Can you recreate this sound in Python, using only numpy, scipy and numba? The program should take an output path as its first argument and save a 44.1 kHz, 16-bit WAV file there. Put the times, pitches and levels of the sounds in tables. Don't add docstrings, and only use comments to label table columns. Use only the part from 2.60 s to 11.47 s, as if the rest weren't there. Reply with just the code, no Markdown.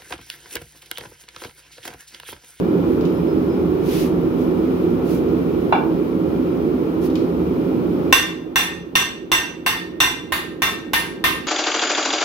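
import sys
import numpy as np
from scipy import signal
from scipy.fft import rfft, irfft, next_fast_len
from scipy.io import wavfile
from scipy.ndimage import minimum_filter1d, map_coordinates
from numba import njit

SR = 44100
rng = np.random.default_rng(int(sys.argv[2]) if len(sys.argv) > 2 else 0)


def to_wav(s):
    ch = np.atleast_2d(s).T
    pcm = np.round(np.clip(ch, -1, 1) * 32767)
    wavfile.write(sys.argv[1], SR, pcm.astype(np.int16))


N = 391148
TIME = np.arange(N) / SR
RING = TIME[:20480]

# frequency in Hz, relative density in dB per Hz.
FLAME_COLOUR = [(20, -43), (50, -24.5), (100, -10.5), (200, -6.5), (330, 1.5), (420, -2), (640, -19),
                (870, -20), (1400, -25), (1900, -48), (3500, -80)]
# centre in Hz, width in Hz, lift in dB.
CHAMBER_RESONANCES = [(58.7, 8, 13.5), (77, 9, 11), (114.5, 9.3, -9), (174.1, 21.8, 11), (255, 9.3, 9),
                      (322.5, 14, 7), (364, 4.2, 7.5), (538, 9.1, 6)]
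# frequency in Hz, relative density in dB per Hz.
JET_COLOUR = [(1000, -56), (1700, -2), (2050, -3.5), (2360, -3), (2540, -4.5), (3040, -5.5), (4770, -14.5),
              (5140, -13.5), (7700, -25.5), (13400, -16.5), (14600, -18), (16000, -18.5)]
# centre in Hz, width in Hz, lift in dB.
BURNER_RESONANCES = [(2390, 76, 5.5), (14500, 700, 0)]
# frequency in Hz, left minus right in dB.
FORGE_LEAN = [(60, 3), (110, -4.5), (200, -2), (380, -4.5), (700, 0.5), (1290, 3.5), (2380, -2.5),
              (4400, -0.5), (8120, -2), (15000, -10)]
FLAME_DB, JET_DB = -18, -45.5
FLARE_AT_S, FLARE_S, FLARE_DB = 0.32, 0.33, 1.3

# start in seconds, force in dB, relative hardness in dB
HAMMER_BLOWS = [(5.526, -0.5, 0.5), (5.958, -1, -0.5), (6.354, -0.5, 2), (6.717, -0.5, 1.5),
                (7.063, -2, -4), (7.403, 0, 1.5), (7.722, -4.5, -19), (8.020, -3, -4.5), (8.334, -2, -13.5),
                (8.640, -2, -9.5)]
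# frequency in Hz, width in Hz, relative level in dB.
ANVIL_MODES = [(1025, 60, -14), (1103, 50, -12), (1578, 18, -5), (1830, 12, 0), (2072, 15, -6),
               (2729, 20, 1), (2793, 25, -4), (3526, 15, -1), (3595, 35, -6), (5319, 12, -18),
               (5631, 10, -19), (5790, 30, -9), (6024, 8, -10), (6105, 20, -12), (7138, 40, -22),
               (7690, 15, -20), (7860, 15, -14), (8064, 50, -15), (9055, 20, -27), (9943, 6, -12),
               (10540, 6, -22), (11740, 8, -21), (13010, 6, -19), (13290, 6, -20), (13890, 30, -20),
               (15420, 12, -26)]
# frequency in Hz, share from 0 to 1.
HARDNESS_SHARE = [(2000, 0.06), (2700, 0.64), (3600, 0.53), (5800, 1), (8000, 1), (9900, 0)]
# frequency in Hz, relative density in dB per Hz.
CRACK_COLOUR = [(30, -34.5), (60, -14), (300, -9), (640, -15), (1000, 1.5), (1400, -4), (2600, -2.5),
                (4200, -8), (5600, -16), (6700, -19), (7900, -18.5), (8800, -24), (9800, -17.5),
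                (11200, -13.5), (16000, -15.5)]
# frequency in Hz, width in Hz, relative level in dB.
STAND_MODES = [(50.6, 6, -4), (66.4, 8, -1), (105.5, 28, -1)]
# delay in seconds, level in dB.
SLAP_ECHOES = [(.0038, 2), (.033, -5), (.071, -5)]

# start in seconds, relative level in dB.
HAMMER_CLUNKS = [(3.124, -4), (3.158, -16)]
# frequency in Hz, width in Hz, relative level in dB.
HAMMER_MODES = [(723, 25, -2), (811, 91, 6), (976, 50, 0), (1435, 130, -0.5), (1630, 67, -10),
                (2330, 53, -0.5), (2750, 49, -3.5), (3490, 56, -9), (3970, 80, -15)]
# frequency in Hz, relative density in dB per Hz.
KNOCK_COLOUR = [(300, -38), (600, -7.5), (830, 6.5), (1150, -5), (1550, -7), (1950, -25), (2700, -28),
                (4200, -33), (7000, -50), (16000, -69)]
# start in seconds, level in dB before the garage answers.
STEEL_TICKS = [(.41, -38.5), (0.452, -35.5), (1.81, -44), (2.687, -44), (4.501, -39), (4.555, -27.5)]
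# frequency in Hz, relative density in dB per Hz.
TICK_COLOUR = [(1200, -23), (2600, 6.5), (4200, 2), (6200, -5.5), (8500, -20), (12000, -14), (16000, -22)]

# middle in seconds, length in seconds,
# level in dB before the stroke shapes it.
SOLE_SCUFFS = [(0.316, 0.19, -53), (1.37, 0.36, -33), (1.819, 0.16, -50), (2.525, .22, -41),
               (4.451, 0.11, -40)]
# frequency in Hz, relative density in dB per Hz.
GRIT_COLOUR = [(900, -17), (2400, 1), (3600, -0.5), (6200, -1.5), (8000, -8), (11500, 2), (16000, -0.5)]
LIGHT_SCUFF_DB, DULLING = -49, 0.19

# start in seconds, starting pitch in Hz, level in dB before the garage answers.
BIRD_CHIRPS = [(.52, 11250, -58), (.54, 5270, -59), (.67, 5200, -54), (0.886, 5150, -52)]
CHIRP_S, SAG_HZ_PER_S = .068, 2400

# frequency in Hz, time to fall 60 dB in seconds.
GARAGE_DECAY = [(100, 0.68), (1000, 0.48), (3000, 0.46), (7000, 0.42), (14000, 0.27)]
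# frequency in Hz, correlation.
EAR_LIKENESS = [(60, 0.79), (130, 1), (290, 0.71), (640, 0.86), (1400, 0.1), (15000, .05)]
TOP_HZ = 15900


def forge(flutter_db=0.2, lag_s=0.00028):
    flame = unit(coloured(N, lambda hz: along(FLAME_COLOUR, hz) + humps(CHAMBER_RESONANCES, hz)))
    flare_db = FLARE_DB * np.exp(-((TIME - FLARE_AT_S) / FLARE_S) ** 2)
    flame = flame * amp(FLAME_DB + flare_db + flutter_db * wobble(rate=12))
    jet = unit(coloured(N, lambda hz: along(JET_COLOUR, hz) + humps(BURNER_RESONANCES, hz)))
    jet = jet * amp(JET_DB + 0.26 * wobble(rate=8.7))
    ears = np.array([[1], [-1]]) / 2

    def placement(hz):
        return amp(ears * along(FORGE_LEAN, hz)) * np.exp(-2j * np.pi * hz * lag_s * ears)

    return filtered(flame + jet, placement)


def hammering(ring_db=-6.0, treble_db=1.0, crack_db=1.4, thud_db=-25,
              clank_db=-3, clank_hz=1060, clank_t60=0.029, tink_db=-13, tink_t60=0.043):
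    track = np.zeros((2, N))
    mode_hz, _, mode_db = np.transpose(ANVIL_MODES)
    share = along(HARDNESS_SHARE, mode_hz)
    tones = np.sin(2 * np.pi * mode_hz[:, None] * RING)
    for s, force_db, hard_db in HAMMER_BLOWS:
        lift_db = share * (hard_db + treble_db)
        steel = amp(ring_db) * ring(ANVIL_MODES, scatter_db=0.64, lift_db=lift_db, loss=0.0017)
        crack = amp(crack_db) * garage(burst(CRACK_COLOUR, t60=0.068), wet_db=6.0)
        thud = amp(thud_db) * ring(STAND_MODES, scatter_db=0.5).mean(0)
        clank = amp(clank_db - 60 * RING / clank_t60) * np.sin(2 * np.pi * clank_hz * RING)
        tink = amp(tink_db - 60 * RING / tink_t60) * (amp(mode_db + lift_db) @ tones)
        blow = steel + crack + thud + slapped(clank + tink)
        add(track, s, amp(force_db) * blow)
    return track


def handling(ring_db=-22, knock_db=-3):
    track = np.zeros((2, N))
    soft = 1 - np.exp(-(RING / .001) ** 2)
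    for s, db in HAMMER_CLUNKS:
        body = amp(ring_db) * ring(HAMMER_MODES, scatter_db=1, loss=.04)
        knock = amp(knock_db) * garage(soft * burst(KNOCK_COLOUR, t60=0.088), wet_db=-4.0)
        add(track, s, amp(db) * (soft * body + knock))
    for s, db in STEEL_TICKS:
        add(track, s, amp(db) * garage(burst(TICK_COLOUR, t60=0.043), wet_db=-2))
    return track


def shuffling(grain_db=0.6, pivot_hz=6000):
    track = np.zeros((2, N))
    for s, length, db in SOLE_SCUFFS:
        tilt = DULLING * (LIGHT_SCUFF_DB - db)
        hiss = unit(coloured(len(RING), lambda hz: along(GRIT_COLOUR, hz) + tilt * np.log2((hz + 1) / pivot_hz)))
        stroke = np.sin(np.pi * np.minimum(RING / length, 1)) ** 2
        add(track, s - length / 2, amp(db) * garage(hiss * stroke, wet_db=-14.0))
    return track * amp(grain_db * wobble(rate=140))


def bird():
    track = np.zeros((2, N))
    swell = np.sin(np.pi * np.minimum(RING / CHIRP_S, 1))
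    for s, start_hz, db in BIRD_CHIRPS:
        phase = 2 * np.pi * np.cumsum(start_hz - SAG_HZ_PER_S * RING) / SR
        whistle = swell * np.sin(phase)
        add(track, s, amp(db) * garage(whistle[None], wet_db=0))
    return track


def ring(modes, scatter_db, lift_db=0, loss=0, common=0.43):
    hz, width, db = np.transpose(modes)
    offset = np.fft.fftfreq(len(RING), 1 / SR) / width[:, None]
    band = 1 / np.sqrt((1 + (2 * offset) ** 2) * (1 + (offset / 4) ** 2))
    random_phase = np.exp(2j * np.pi * rng.random((3,) + band.shape))
    both, left, right = np.fft.ifft(band * random_phase)
    waver = np.array([left, right]) + common * both
    carrier = np.exp(2j * np.pi * hz[:, None] * RING)
    decay = fade(hz, RING) * amp(-loss * hz[:, None] * RING)
    waves = (waver * carrier).real * decay
    waves *= np.linalg.norm(decay, axis=1, keepdims=True) / np.linalg.norm(waves, axis=2, keepdims=True)
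    size = amp(db + lift_db + scatter_db * rng.standard_normal(len(hz)))
    return (size[:, None] * waves).sum(1)


def burst(spectrum, t60):
    return unit(coloured(len(RING), lambda hz: along(spectrum, hz))) * amp(-60 * RING / t60)


def slapped(x):
    def response(hz):
        return 1 + sum(amp(db) * np.exp(-2j * np.pi * hz * delay) for delay, db in SLAP_ECHOES)

    return filtered(x, response)


def garage(x, wet_db):
    hz, t, z = signal.stft(diffuse(len(RING)), SR, nperseg=256)
    tail = signal.istft(z * fade(hz, t), SR, nperseg=256)[1][:, :len(RING)]
    tail = tail / np.linalg.norm(tail[0])
    return x + amp(wet_db) * signal.fftconvolve(x, tail, axes=1)[:, :len(RING)]


def fade(hz, t, linger_s=0.023):
    return amp(-60 * (np.hypot(t, linger_s) - linger_s) / along(GARAGE_DECAY, hz)[:, None])


def diffuse(size):
    def mid_side(hz):
        turn = np.arccos(np.clip(along(EAR_LIKENESS, hz), -1, 1)) / 2
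        return np.array([np.cos(turn), np.sin(turn)])

    mid, side = filtered(rng.standard_normal((2, size)), mid_side)
    return np.array([mid + side, mid - side])


def coloured(size, colour_db):
    return filtered(diffuse(size), lambda hz: amp(colour_db(hz)))


def humps(peaks, hz):
    return sum(db / (1 + (2 * (hz - centre) / width) ** 2) for centre, width, db in peaks)


def wobble(rate):
    return map_coordinates(rng.standard_normal(int(N * rate / SR) + 4), [TIME * rate])


def amp(db):
    return 10 ** (np.asarray(db) / 20)


def unit(x):
    return x / np.sqrt(np.mean(x ** 2) + 1e-20)


def along(points, hz):
    f, v = np.transpose(points)
    return np.interp(np.log(hz + 1), np.log(f + 1), v)


def filtered(x, response):
    n = x.shape[-1]
    m = next_fast_len(n + SR // 4)
    return irfft(rfft(x, m) * response(np.fft.rfftfreq(m, 1 / SR)), m)[..., :n]


def add(track, s, sound):
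    part = track[:, round(s * SR):][:, :sound.shape[-1]]
    part += sound[..., :part.shape[-1]]


def scene():
    anvil_pan = amp([[-.7], [.7]])
    return forge() + bird() + shuffling() + handling() + hammering() * anvil_pan


@njit
def follow(wanted, attack, release):
    out, now = np.empty(len(wanted)), 0.
    for i in range(len(wanted)):
        now += (wanted[i] - now) / (attack if wanted[i] > now else release)
        out[i] = now
    return out


def record(dry, target_db=-1.0, attack_s=0.014, release_s=7):
    peak = -minimum_filter1d(-abs(dry).max(0), size=620)
    excess_db = np.maximum(20 * np.log10(peak + 1e-9) - target_db, 0)
    ducked = dry * amp(-follow(excess_db, attack_s * SR, release_s * SR))
    clipped = ducked / (1 + ducked ** 6) ** (1 / 6)
    return filtered(clipped, lambda hz: 1 / (1 + (hz / TOP_HZ) ** 150))


dry = scene()
out = record(dry)
to_wav(out)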